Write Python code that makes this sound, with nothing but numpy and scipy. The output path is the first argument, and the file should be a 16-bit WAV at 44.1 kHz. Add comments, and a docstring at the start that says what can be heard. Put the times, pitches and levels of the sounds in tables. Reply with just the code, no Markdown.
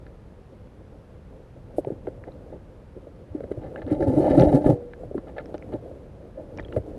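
"""First, water washing past a net trap, heard from inside a camera's sealed housing under water.
A crab and the jostled trap knock on the case, with no distance between blow and microphone housing; then
they scrabble hard against it for about a second and leave the trap's frame humming. Each contact is a dull
thud: a short push plus the case's low modes. Filtered noise makes the water; stick-slip jerks drive the
sliding legs; gritty scrapes and sharp clicks, from grains and quickly dying pings, come through on top."""
import sys
import numpy as np
from scipy import signal
from scipy.fft import rfft, irfft, next_fast_len
from scipy.io import wavfile
from scipy.ndimage import uniform_filter1d, map_coordinates

SR = 44100
rng = np.random.default_rng(int(sys.argv[2]) if len(sys.argv) > 2 else 0)


def put_to_file(sound):
    """Save the sound as 16-bit audio at rate SR, in the file named by the first command-line argument."""
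    columns = np.atleast_2d(sound).T  # one column per channel
    safe = np.clip(columns, -1, 1)
    whole_steps = np.round(safe * 32767)
    wavfile.write(sys.argv[1], SR, whole_steps.astype(np.int16))


N = 307818
T = np.arange(N) / SR  # time in seconds

# Flow of the water, before and after the struggle. Each row: time in seconds, level in dB.
FLOW_BEFORE = [(0.0, -51), (0.69, -52.5), (1.67, -51.5), (1.83, -48), (2.36, -46), (2.58, -50.5),
               (3.33, -51.5), (3.51, -42.5), (3.75, -44)]
FLOW_AFTER = [(4.82, -48), (5.0, -43), (5.19, -49), (5.34, -45), (5.72, -42), (6.06, -48),
              (6.28, -47.5), (6.73, -40.5), (6.98, -39)]
# Water colours, low surge, wash and steady hiss. Each row: frequency in Hz, relative density in dB.
SURGE_SPECTRUM = [(15, -20.5), (30, -1.5), (55, -1), (90, -1.5), (140, -5.5), (220, -9.5), (400, -44),
                  (800, -99)]
WASH_SPECTRUM = [(80, -27.5), (170, -10.5), (290, 2.5), (400, 0), (520, 4), (640, -5), (800, -14),
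                 (1100, -27.5), (2500, -39.5), (6000, -48)]
HISS_SPECTRUM = [(410, -26.5), (700, -2.5), (827, 1.5), (1040, -2), (1270, -4), (1630, -6.5), (1970, -10),
                 (7730, -28), (12000, -29), (15600, -43), (22000, -120)]
# Sharp clicks of shell and grit. Each row: start in seconds, crack level in dB, top of the crack in Hz,
# ping level in dB, ping pitch in Hz, ping t60 in seconds.
CLICKS = [(0.0666, -43, 4300, -45, 1670, 0.013), (1.848, -40.5, 3900, -44, 2080, 0.0072),
          (2.0712, -37.5, 4000, -41, 1530, 0.015), (2.2392, -38, 2480, -35.5, 1800, 0.0067),
          (2.3203, -48, 4500, -51, 3950, 0.015), (3.406, -42, 4300, -41, 1520, 0.012),
          (3.76, -31, 3280, -31.5, 1600, 0.02), (3.779, -40, 2400, -40, 2020, .014),
          (3.8187, -41, 4440, -36, 1740, 0.014), (3.866, -41, 4480, -51, 4200, .006),
          (3.951, -40, 4500, -53, 2770, 0.0087), (4.026, -38, 6240, -27, 1650, 0.012),
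          (4.398, -23, 6440, -23, 4100, 0.0058), (4.41, -27, 6500, -27.5, 5660, 0.0061),
          (4.422, -20.5, 3800, -40, 2750, 0.0056), (4.491, -42, 5000, -32, 1500, 0.0089),
          (4.9353, -36.5, 4330, -32, 1610, 0.012), (5.1801, -34, 1960, -39, 1040, 0.041),
          (5.3822, -32.5, 5070, -30.5, 1660, 0.021), (5.387, -31, 4170, -36.5, 2030, 0.021),
          (5.3967, -45, 3000, -36, 1356, 0.023), (5.458, -37.5, 6060, -40, 5360, 0.0058),
          (5.5428, -31.5, 5050, -39, 1420, 0.022), (5.549, -50, 5300, -47, 3200, .008),
          (5.5803, -40.5, 6800, -41, 5940, 0.0047), (5.625, -46, 2700, -27, 2150, 0.0053),
          (5.738, -41, 4300, -51, 3900, 0.013), (6.575, -35.5, 6500, -35, 5540, 0.005),
          (6.586, -28, 2700, -30.5, 2310, 0.021), (6.5967, -33, 2200, -24, 1850, 0.014),
          (6.598, -50, 3800, -44, 3220, 0.015), (6.604, -42, 6300, -43, 5500, 0.0049),
          (6.628, -52, 4200, -50, 3650, 0.014), (6.636, -48, 3500, -48, 2450, 0.012),
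          (6.649, -39, 3800, -37, 3210, 0.018), (6.684, -42.5, 3800, -44, 3150, .014),
          (6.7225, -48, 4500, -46, 3930, 0.0055), (6.7253, -28.5, 3260, -41, 2740, 0.026),
          (6.764, -35, 4230, -37, 1170, 0.021)]
# High resonances of the stiff wall. Each row: pitch in Hz, width in Hz, relative level in dB.
WALL_MODES = [(1245, 50, 4), (1362, 65, 6.5), (1567, 45, 2.5), (1727, 55, 5), (2018, 36, 3.5),
              (2350, 55, -23), (2640, 38, -10.5), (2875, 32, -10.5), (2970, 53, -9.5), (3650, 70, -12),
              (3870, 37, -5), (4270, 37, -6), (4600, 150, -17.5), (5600, 220, -21)]
# Knocks on the case. Each row: crest in seconds, peak level in dB before the top is cut, push pitch in Hz.
KNOCKS = [(1.7851, -8.5, 506), (1.8494, -25, 670), (1.873, -17, 435), (1.9058, -18, 445),
          (1.9212, -26, 300), (1.934, -33, 370), (1.955, -41, 623), (2.0715, -28, 670), (2.0757, -22, 470),
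          (2.084, -27, 434), (2.1786, -36, 500), (2.279, -36, 506), (2.289, -30.5, 470), (2.5044, -40, 402),
          (2.5534, -46, 376), (2.9678, -31, 390), (2.974, -32, 430), (3.0721, -31, 483),
          (3.352, -19.5, 320), (3.4082, -22, 470), (3.4428, -23.5, 437), (3.5166, -16, 424),
          (3.5768, -27, 490), (3.8855, -22.5, 393), (4.3865, -10.5, 540), (4.5295, -10.5, 500),
          (4.6935, -9, 465), (5.0364, -27.5, 547), (5.1141, -23.5, 470), (5.1469, -25, 584),
          (5.1542, -16.5, 335), (5.1818, -19.5, 288), (5.3835, -25, 576), (5.5445, -30, 484),
          (5.5509, -26.5, 445), (5.7405, -19, 330), (5.7495, -28, 307), (5.862, -30, 510),
          (5.915, -29, 520), (6.5865, -30.5, 730), (6.5968, -31, 690), (6.7738, -17.5, 423),
          (6.782, -15, 478)]
# Low modes of the case. Each row: pitch in Hz, relative level in dB, undamped t60 in seconds.
CASE_MODES = [(60.7, -18, 0.2), (99, -14.5, 0.072), (141.7, -4.5, 0.16), (185, -4.5, 0.064),
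              (265.7, -2.5, 0.066), (298.7, 3, 0.19), (341, -4, 0.085), (392, -1, 0.082), (503.5, -5, 0.1),
              (548.2, 0.5, 0.11), (602, -0.5, 0.073), (752, -6.5, 0.05), (855, -9.5, 0.07)]
# Colour of the crackling hiss. Each row: frequency in Hz, relative density in dB.
FIZZ_SPECTRUM = [(2500, -22), (5000, -3), (7000, 3), (9000, 7.5), (10500, 9.5), (11800, -4)]
# Lurches of the whole case. Each row: crest in seconds, peak level in dB, pitch in Hz.
LURCHES = [(1.88, -29, 122), (1.927, -36, 118), (2.196, -34, 105), (3.319, -31, 87.4), (3.584, -28.5, 106),
           (3.852, -30, 90.5), (3.93, -22.5, 113), (4.087, -14, 103), (4.389, -11.5, 135),
           (4.412, -10.5, 159), (4.477, -15.5, 74.5), (4.552, -14, 135), (4.703, -13, 140),
           (4.736, -18, 123), (5.746, -27.5, 129), (6.777, -20.5, 101), (6.802, -26, 93)]
# Short rubs of the net. Each row: middle in seconds, length in seconds, gritty level in dB, drumming in dB.
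RUBS = [(1.884, 0.012, -62, -32.5), (1.922, 0.014, -64, -37), (2.083, 0.011, -60, -34),
        (2.279, 0.0098, -59, -38), (2.537, 0.038, -65, -39), (3.374, 0.057, -67, -41.5),
        (3.44, 0.0066, -55, -35.5), (3.519, 0.0069, -50, -39.5), (3.648, 0.052, -60, -40.5),
        (3.773, 0.04, -62, -42), (4.273, 0.018, -52, -39), (4.302, 0.014, -42, -43),
        (4.424, 0.02, -47.5, -27), (5.181, 0.017, -57.5, -36), (5.548, 0.01, -52, -30.5),
        (5.752, 0.025, -66, -29.5), (6.386, 0.05, -64, -44), (6.598, 0.021, -53, -37),
        (6.773, 0.011, -52.5, -31.5)]
# Legs sliding along the case. Each row: start in seconds, length in seconds,
# rasp level in dB before its trim, judder level in dB.
STROKES = [(2.271, 0.015, -58, -39.5), (3.613, 0.055, -56.5, -44), (3.757, 0.04, -56, -40),
           (3.816, 0.012, -47, -38), (3.872, 0.092, -55.5, -40.5), (4.003, 0.04, -55, -30.5),
           (4.063, 0.021, -57.5, -33), (4.163, 0.07, -52, -28.5), (4.24, 0.048, -42.5, -23),
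           (4.297, 0.025, -40, -30.5), (4.328, 0.029, -37.5, -20.5), (4.371, 0.016, -37.5, -18),
           (4.389, 0.04, -41, -24), (4.445, 0.056, -49, -23.5), (4.523, 0.016, -46, -24),
           (4.547, 0.018, -41, -27), (4.567, 0.012, -44.5, -26), (4.64, 0.015, -45, -26),
           (4.656, 0.02, -46.5, -27.5), (4.684, 0.023, -46, -26.5), (5.268, 0.03, -54, -44),
           (5.362, 0.0135, -50, -38.5), (5.38, 0.031, -46, -42.5), (5.541, 0.014, -49.5, -37.5),
           (5.72, 0.024, -51, -38)]
# Long shoves by the crab's kicks and the swinging trap. Each row: crest in seconds,
# peak level in dB before the top is cut, push pitch in Hz, level of the drumming burst in dB.
KICKS = [(3.874, -30, 290, -48), (3.915, -19.5, 317, -22.5), (3.928, -20, 310, -35),
         (4.009, -17.5, 360, -24), (4.03, -19, 390, -24.5), (4.075, -18.5, 308, -21.5),
         (4.097, -17.5, 292, -34), (4.113, -19, 282, -37), (4.14, -19, 324, -26), (4.177, -10, 296, -20),
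         (4.2, -11, 339, -24.5), (4.226, -18.5, 383, -27), (4.28, -21, 620, -31), (4.312, -10, 302, -19.5),
         (4.349, -12, 280, -18.5), (4.381, -9.5, 302, -13.5), (4.412, -15, 537, -15),
         (4.435, -14, 557, -15.5), (4.476, -17.5, 620, -26), (4.531, -15.5, 370, -19),
         (4.55, -8.5, 281, -16), (4.578, -21.5, 295, -32), (4.666, -10.5, 285, -15.5),
         (4.701, -10.5, 311, -16), (6.378, -30, 573, -56), (6.399, -30, 596, -47), (6.769, -12.5, 554, -42)]

# water: calm flow; wash over the flow; calm surge; dB of surge per dB of flow
CALM_DB, WASH_DB, SURGE_DB, SURGE_GROWS = -52.5, 0.12, -47, 0.48
STIR_WASH_DB, STIR_SURGE_DB = -9, -10.5  # water stirred up by the crab, relative to its effort
# contact time in cycles of the push, and share of ringing
KNOCK_CYCLES, KNOCK_RING, KICK_CYCLES, KICK_RING = 0.48, 0.29, 1.52, 0.41
FIRM_DB, LINGER = -9, 0.13  # level of a firm blow; softer blows linger, in dB of width per dB
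# the struggle builds to one climax, then slackens
CLIMAX_S, CLIMAX_DB, BUILD_DB_PER_S, SLACKEN_DB_PER_S = 4.434, -20, 25, 39
# the crab takes hold: when, within how long, and how much weaker it is before
GRAB_S, GRAB_RISE_S, LOOSE_DB = 3.87, 0.0075, 11
LET_GO_S, LET_GO_DB_PER_S = 4.73, 167  # the crab lets go: when, and the fade this adds to the slackening
# a kick's drumming starts ahead of the shove, swells and dies
KICK_LEAD_S, KICK_ATTACK_S, KICK_T60_S = 0.007, 0.0068, 0.16
GRIT_DB, GRIT_GROWS = -51.5, 1  # leg grit at the climax's effort, and its dB per dB of effort
# stick and slip: typical slips a second, life of a slip; how fast a leg bites, and dies away as it lifts
SLIP_HZ, SLIP_S, BITE_S, LIFT_T60_S = 115, 0.0043, 0.0047, 0.031
HUM_S, HUM_HZ, HUM_DB, HUM_T60_S = 4.69, 481.5, -25.5, 0.7  # the humming rod
BASS_HZ, TOP_HZ = 28, 12130  # the microphone's bass roll-off and upper band limit


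def amp(db):
    """Decibels to gain."""
    return 10 ** (np.asarray(db) / 20)


def unit(x):
    """Scaled to rms 1."""
    return x / np.sqrt(np.mean(x ** 2) + 1e-20)


def wobble(rate):
    """A smooth random curve, rate knots a second."""
    return map_coordinates(rng.standard_normal(int(N * rate / SR) + 4), [T * rate])


def filtered(x, response):
    """x times a response of frequency."""
    m = next_fast_len(len(x) + SR // 10)
    return irfft(rfft(x, m) * response(np.fft.rfftfreq(m, 1 / SR)), m)[:len(x)]


def coloured(x, points):
    """x shaped by (Hz, dB) points, at rms 1."""
    f, db = np.transpose(points)
    return unit(filtered(x, lambda hz: amp(np.interp(np.log(hz + 1), np.log(f), db))))


def muffled(x, edge_hz, order):
    """Causal low-pass."""
    return signal.sosfilt(signal.butter(order, edge_hz, fs=SR, output="sos"), x)


def resonant(x, modes):
    """x through a sum of (Hz, width, dB) resonances."""
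    def response(f):
        return sum(amp(db) * 1j * f * w / (c * c - f * f + 1j * f * w) for c, w, db in modes)
    return filtered(x, response)


def grains(rate, spread_db):
    """Randomly timed impulses of uneven size, rate a second on average."""
    hits = rng.random(N) < rate / SR
    signs = rng.choice([-1, 1], N)
    return hits * signs * amp(spread_db * np.clip(rng.standard_normal(N), -2, 2))


def add(track, s, sound):
    """Mix a sound in at time s."""
    part = track[round(s * SR):][:len(sound)]
    part += sound[:len(part)]


def water(effort):
    """A low surge and an eddying wash follow the flow and the crab's effort, over a faint steady hiss."""
    s, db = np.transpose(FLOW_BEFORE + FLOW_AFTER)
    flow_db = np.interp(T, s, db)
    calm_surge = amp(SURGE_DB + SURGE_GROWS * (flow_db - CALM_DB))
    # flow and stirring add in power
    surge_gain = np.hypot(calm_surge, amp(STIR_SURGE_DB) * effort)
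    wash_gain = np.hypot(amp(WASH_DB + flow_db), amp(STIR_WASH_DB) * effort)
    surge = surge_gain * amp(0.97 * wobble(11.0)) * coloured(rng.standard_normal(N), SURGE_SPECTRUM)
    eddies = unit(grains(rate=350, spread_db=3.0)) + 1.18 * rng.standard_normal(N)
    wash = wash_gain * amp(2.45 * wobble(17)) * coloured(eddies, WASH_SPECTRUM)
    hiss = amp(-63.0) * coloured(rng.standard_normal(N), HISS_SPECTRUM)
    return surge + wash + hiss


def clicks(crack_t60=0.0088, rise=0.0007, wall_db=-6, lift_per_s=6):
    """A hard snap is a broad crack and a quickly dying pitch that lifts a little; the wall answers."""
    out, t = np.zeros(N), np.arange(SR // 12) / SR
    band = signal.butter(1, [400, 1600], "band", fs=SR, output="sos")
    onset = 1 - np.exp(-(t / rise) ** 2)
    for s, crack_db, top_hz, ping_db, hz, t60 in CLICKS:
        noise = signal.sosfilt(band, rng.standard_normal(len(t)))
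        crack = unit(muffled(noise, edge_hz=top_hz, order=8)) * amp(crack_db - 60 * t / crack_t60)
        ping = np.sin(2 * np.pi * hz * t * (1 + lift_per_s * t / 2)) * amp(ping_db - 60 * t / t60)
        add(out, s - rise, (ping + crack) * onset)
    return out + amp(wall_db) * resonant(out, WALL_MODES)


def push(age, hz, width):
    """A water-damped shove: a cosine under a bell centred on its crest."""
    return -np.cos(2 * np.pi * hz * age) * np.exp(-.5 * (age / width) ** 2)


def case_ring(scatter_db):
    """The case's modes, at random strengths as if touched at varying spots."""
    t = np.arange(SR // 4) / SR
    hz, db, t60 = np.transpose(CASE_MODES)[:, :, None]
    size = amp(db + scatter_db * rng.standard_normal(hz.shape)) * rng.choice([-1, 1], hz.shape)
    return np.sum(size * np.sin(2 * np.pi * hz * t) * 1000 ** (-t / t60), axis=0)


def blows(rows, cycles, share, damping_t60, ring_hz, edge_hz):
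    """Each blow is one short push, which sets the nearest modes of the case ringing."""
    lead = .012  # seconds kept ahead of the crest
    out, age = np.zeros(N), np.arange(SR // 6) / SR - lead
    for s, db, hz, *_ in rows:
        shove = push(age, hz, cycles / hz * amp(LINGER * (FIRM_DB - db)))
        ring = signal.fftconvolve(shove, case_ring(scatter_db=2.0))[:len(age)]
        ring = muffled(ring, ring_hz, order=4)
        # the modes swell behind the push and are damped by whatever leans on the case
        ring *= np.clip(age / 0.0021, 0, 1) * amp(-60 * age / damping_t60)
        blow = (1 - share) * shove + share * ring / np.abs(ring).max()
        add(out, s - lead, amp(db) * blow / np.abs(blow).max())
    return filtered(out, lambda hz: 1 / (1 + (hz / edge_hz) ** 14))


def knocks():
    """The trap and the crab's shell strike the case briefly."""
    return blows(KNOCKS, KNOCK_CYCLES, KNOCK_RING, damping_t60=0.085, ring_hz=750, edge_hz=1900)


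def spit(length=0.025, db=-55):
    """A bright spit of hiss tops the first hard knock."""
    hiss = coloured(rng.standard_normal(N), [(3000, 0.5), (7000, -4.5), (8800, 6.5), (12000, 1.5)])
    return amp(db) * np.exp(-2 * ((T - KNOCKS[0][0]) / length) ** 2) * hiss


def fizz(motion, gain_db=-45, knee_db=-42):
    """A thin crackling hiss swells whenever the case shakes hard."""
    shake = np.sqrt(np.abs(uniform_filter1d(motion ** 2, size=900)))  # rms over about 20 ms
    sparkle = unit(grains(rate=900, spread_db=13.5)) + rng.standard_normal(N)
    # below the knee the hiss falls away faster than the shaking
    return amp(gain_db) * shake ** 2 / (shake + amp(knee_db)) * coloured(sparkle, FIZZ_SPECTRUM)


def lurches(width=0.0063):
    """Heavy shoves rock the whole case on its mount."""
    out, age = np.zeros(N), np.arange(-SR // 20, SR // 20) / SR
    for s, db, hz in LURCHES:
        add(out, s + age[0], amp(db) * push(age, hz, width))
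    return out


def rub_gain(column):
    """The rubs of the net as smooth swells, at the levels of one column."""
    return sum(amp(rub[column]) * np.exp(-2 * ((T - rub[0]) / rub[1]) ** 2) for rub in RUBS)


def swell(start, attack, t60):
    """Gain that rises quickly at start and dies away."""
    age = np.maximum(T - start, 0)
    return np.minimum(age / attack, 1) * amp(-60 * np.maximum(age - attack, 0) / t60)


def struggle():
    """The crab's effort as a gain: a long build and a quicker slackening, with a burst at every kick."""
    build_db = CLIMAX_DB - BUILD_DB_PER_S * np.maximum(CLIMAX_S - T, 0)
    build_db -= SLACKEN_DB_PER_S * np.maximum(T - CLIMAX_S, 0)
    build_db -= LOOSE_DB * np.clip((GRAB_S - T) / GRAB_RISE_S, 0, 1)
    build_db -= LET_GO_DB_PER_S * np.maximum(T - LET_GO_S, 0)
    burst_power = sum((amp(drum_db) * swell(s - KICK_LEAD_S, KICK_ATTACK_S, KICK_T60_S)) ** 2
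                      for s, _, _, drum_db in KICKS)
    return np.sqrt(amp(build_db) ** 2 + burst_power)


def drumming(low_hz, high_hz, steady_s=0.031):
    """Four crowds of contacts, each at its own spot, ring the case within a band at an evened-out level."""
    crowd = sum(signal.fftconvolve(grains(rate=82, spread_db=4.5), case_ring(scatter_db=2.5))[:N]
                for _ in range(4))
    crowd = muffled(crowd, high_hz, order=20)
    crowd = unit(filtered(crowd, lambda hz: 1 / (1 + (low_hz / (hz + 1)) ** 8)))
    power = np.abs(uniform_filter1d(crowd ** 2, size=int(steady_s * SR)))
    return crowd / np.sqrt(power + 1e-4)


def scrabble(effort, lumpy_db=-0.5):
    """Legs and mesh drum on the case, in lumps."""
    legs = amp(lumpy_db * wobble(35)) * effort
    return (legs + rub_gain(column=3)) * drumming(low_hz=30, high_hz=891)


def grit(rate, rough_db, jerks=1.0, low_hz=1040, high_hz=6500, shift_db=3.5):
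    """Dense tiny slips, in clumps, ring the wall; its resonances trade strength as the contact slides."""
    slips = unit(grains(rate=rate, spread_db=4.5)) + 0.63 * rng.standard_normal(N)
    band = lambda hz: 1 / (1 + (low_hz / (hz + 1)) ** 14) / (1 + (hz / high_hz) ** 14)
    force = filtered(slips * jerks * amp(rough_db * wobble(60)), band)
    # three interleaved groups of wall modes wander in level separately
    return unit(sum(amp(shift_db * wobble(25)) * resonant(force, WALL_MODES[k::3]) for k in range(3)))


def scrapes(effort):
    """Sliding legs grate louder the harder they push; the soft net rubs more dully."""
    net = unit(muffled(grit(rate=3300, rough_db=-3.0), edge_hz=3300, order=2))
    leg_gain = amp(GRIT_DB) * (effort / amp(CLIMAX_DB)) ** GRIT_GROWS
    return leg_gain * grit(rate=410, rough_db=3.0) + rub_gain(column=2) * net


def strokes(rasp_trim_db=-3.0, uneven_db=3.0, sliding=0.92):
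    """A leg bites and slides in uneven jerks, rasping the wall while the case's upper modes judder."""
    slip_count = np.floor(np.cumsum(SLIP_HZ * amp(uneven_db * wobble(90))) / SR)
    slips = np.diff(slip_count, prepend=0)
    # each slip dies away exponentially, over a steady slide
    jerks = sliding + unit(signal.lfilter([1], [1, -np.exp(-1 / (SLIP_S * SR))], slips))
    rasp, judder = np.zeros((2, N))
    for s, length, rasp_db, judder_db in STROKES:
        lift = amp(-60 * np.maximum(T - s - length, 0) / LIFT_T60_S)
        contact = np.clip((T - s) / BITE_S, 0, 1) * lift
        rasp += amp(rasp_db) * contact
        judder += amp(judder_db) * contact
    rasping = amp(rasp_trim_db) * rasp * grit(rate=1000, rough_db=1.6, jerks=jerks, high_hz=4240)
    return rasping + judder * drumming(low_hz=492, high_hz=916, steady_s=0.018)


def kicks():
    """A kick leans on the case for longer, so its thud is rounder."""
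    return blows(KICKS, KICK_CYCLES, KICK_RING, damping_t60=0.14, ring_hz=750, edge_hz=910)


def frame_ring():
    """The last hard blow of the struggle leaves a rod of the trap's frame humming at one dying pitch."""
    age = np.maximum(T - HUM_S, 0)
    return amp(HUM_DB - 60 * age / HUM_T60_S) * np.sin(2 * np.pi * HUM_HZ * age)


def scene():
    """Everything reaches one microphone inside the case."""
    effort = struggle()
    thuds = knocks() + lurches() + scrabble(effort) + strokes() + kicks()
    mix = water(effort) + clicks() + thuds + spit() + fizz(thuds) + scrapes(effort) + frame_ring()
    return mix[None]


def record(dry):
    """The microphone thins the deepest bass, and nothing passes above the camera's band limit."""
    bass = lambda hz: hz ** 2 / np.hypot(hz ** 2, BASS_HZ ** 2)
    return np.array([filtered(channel, lambda hz: bass(hz) * (hz < TOP_HZ)) for channel in dry])


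dry = scene()
out = record(dry)
put_to_file(out)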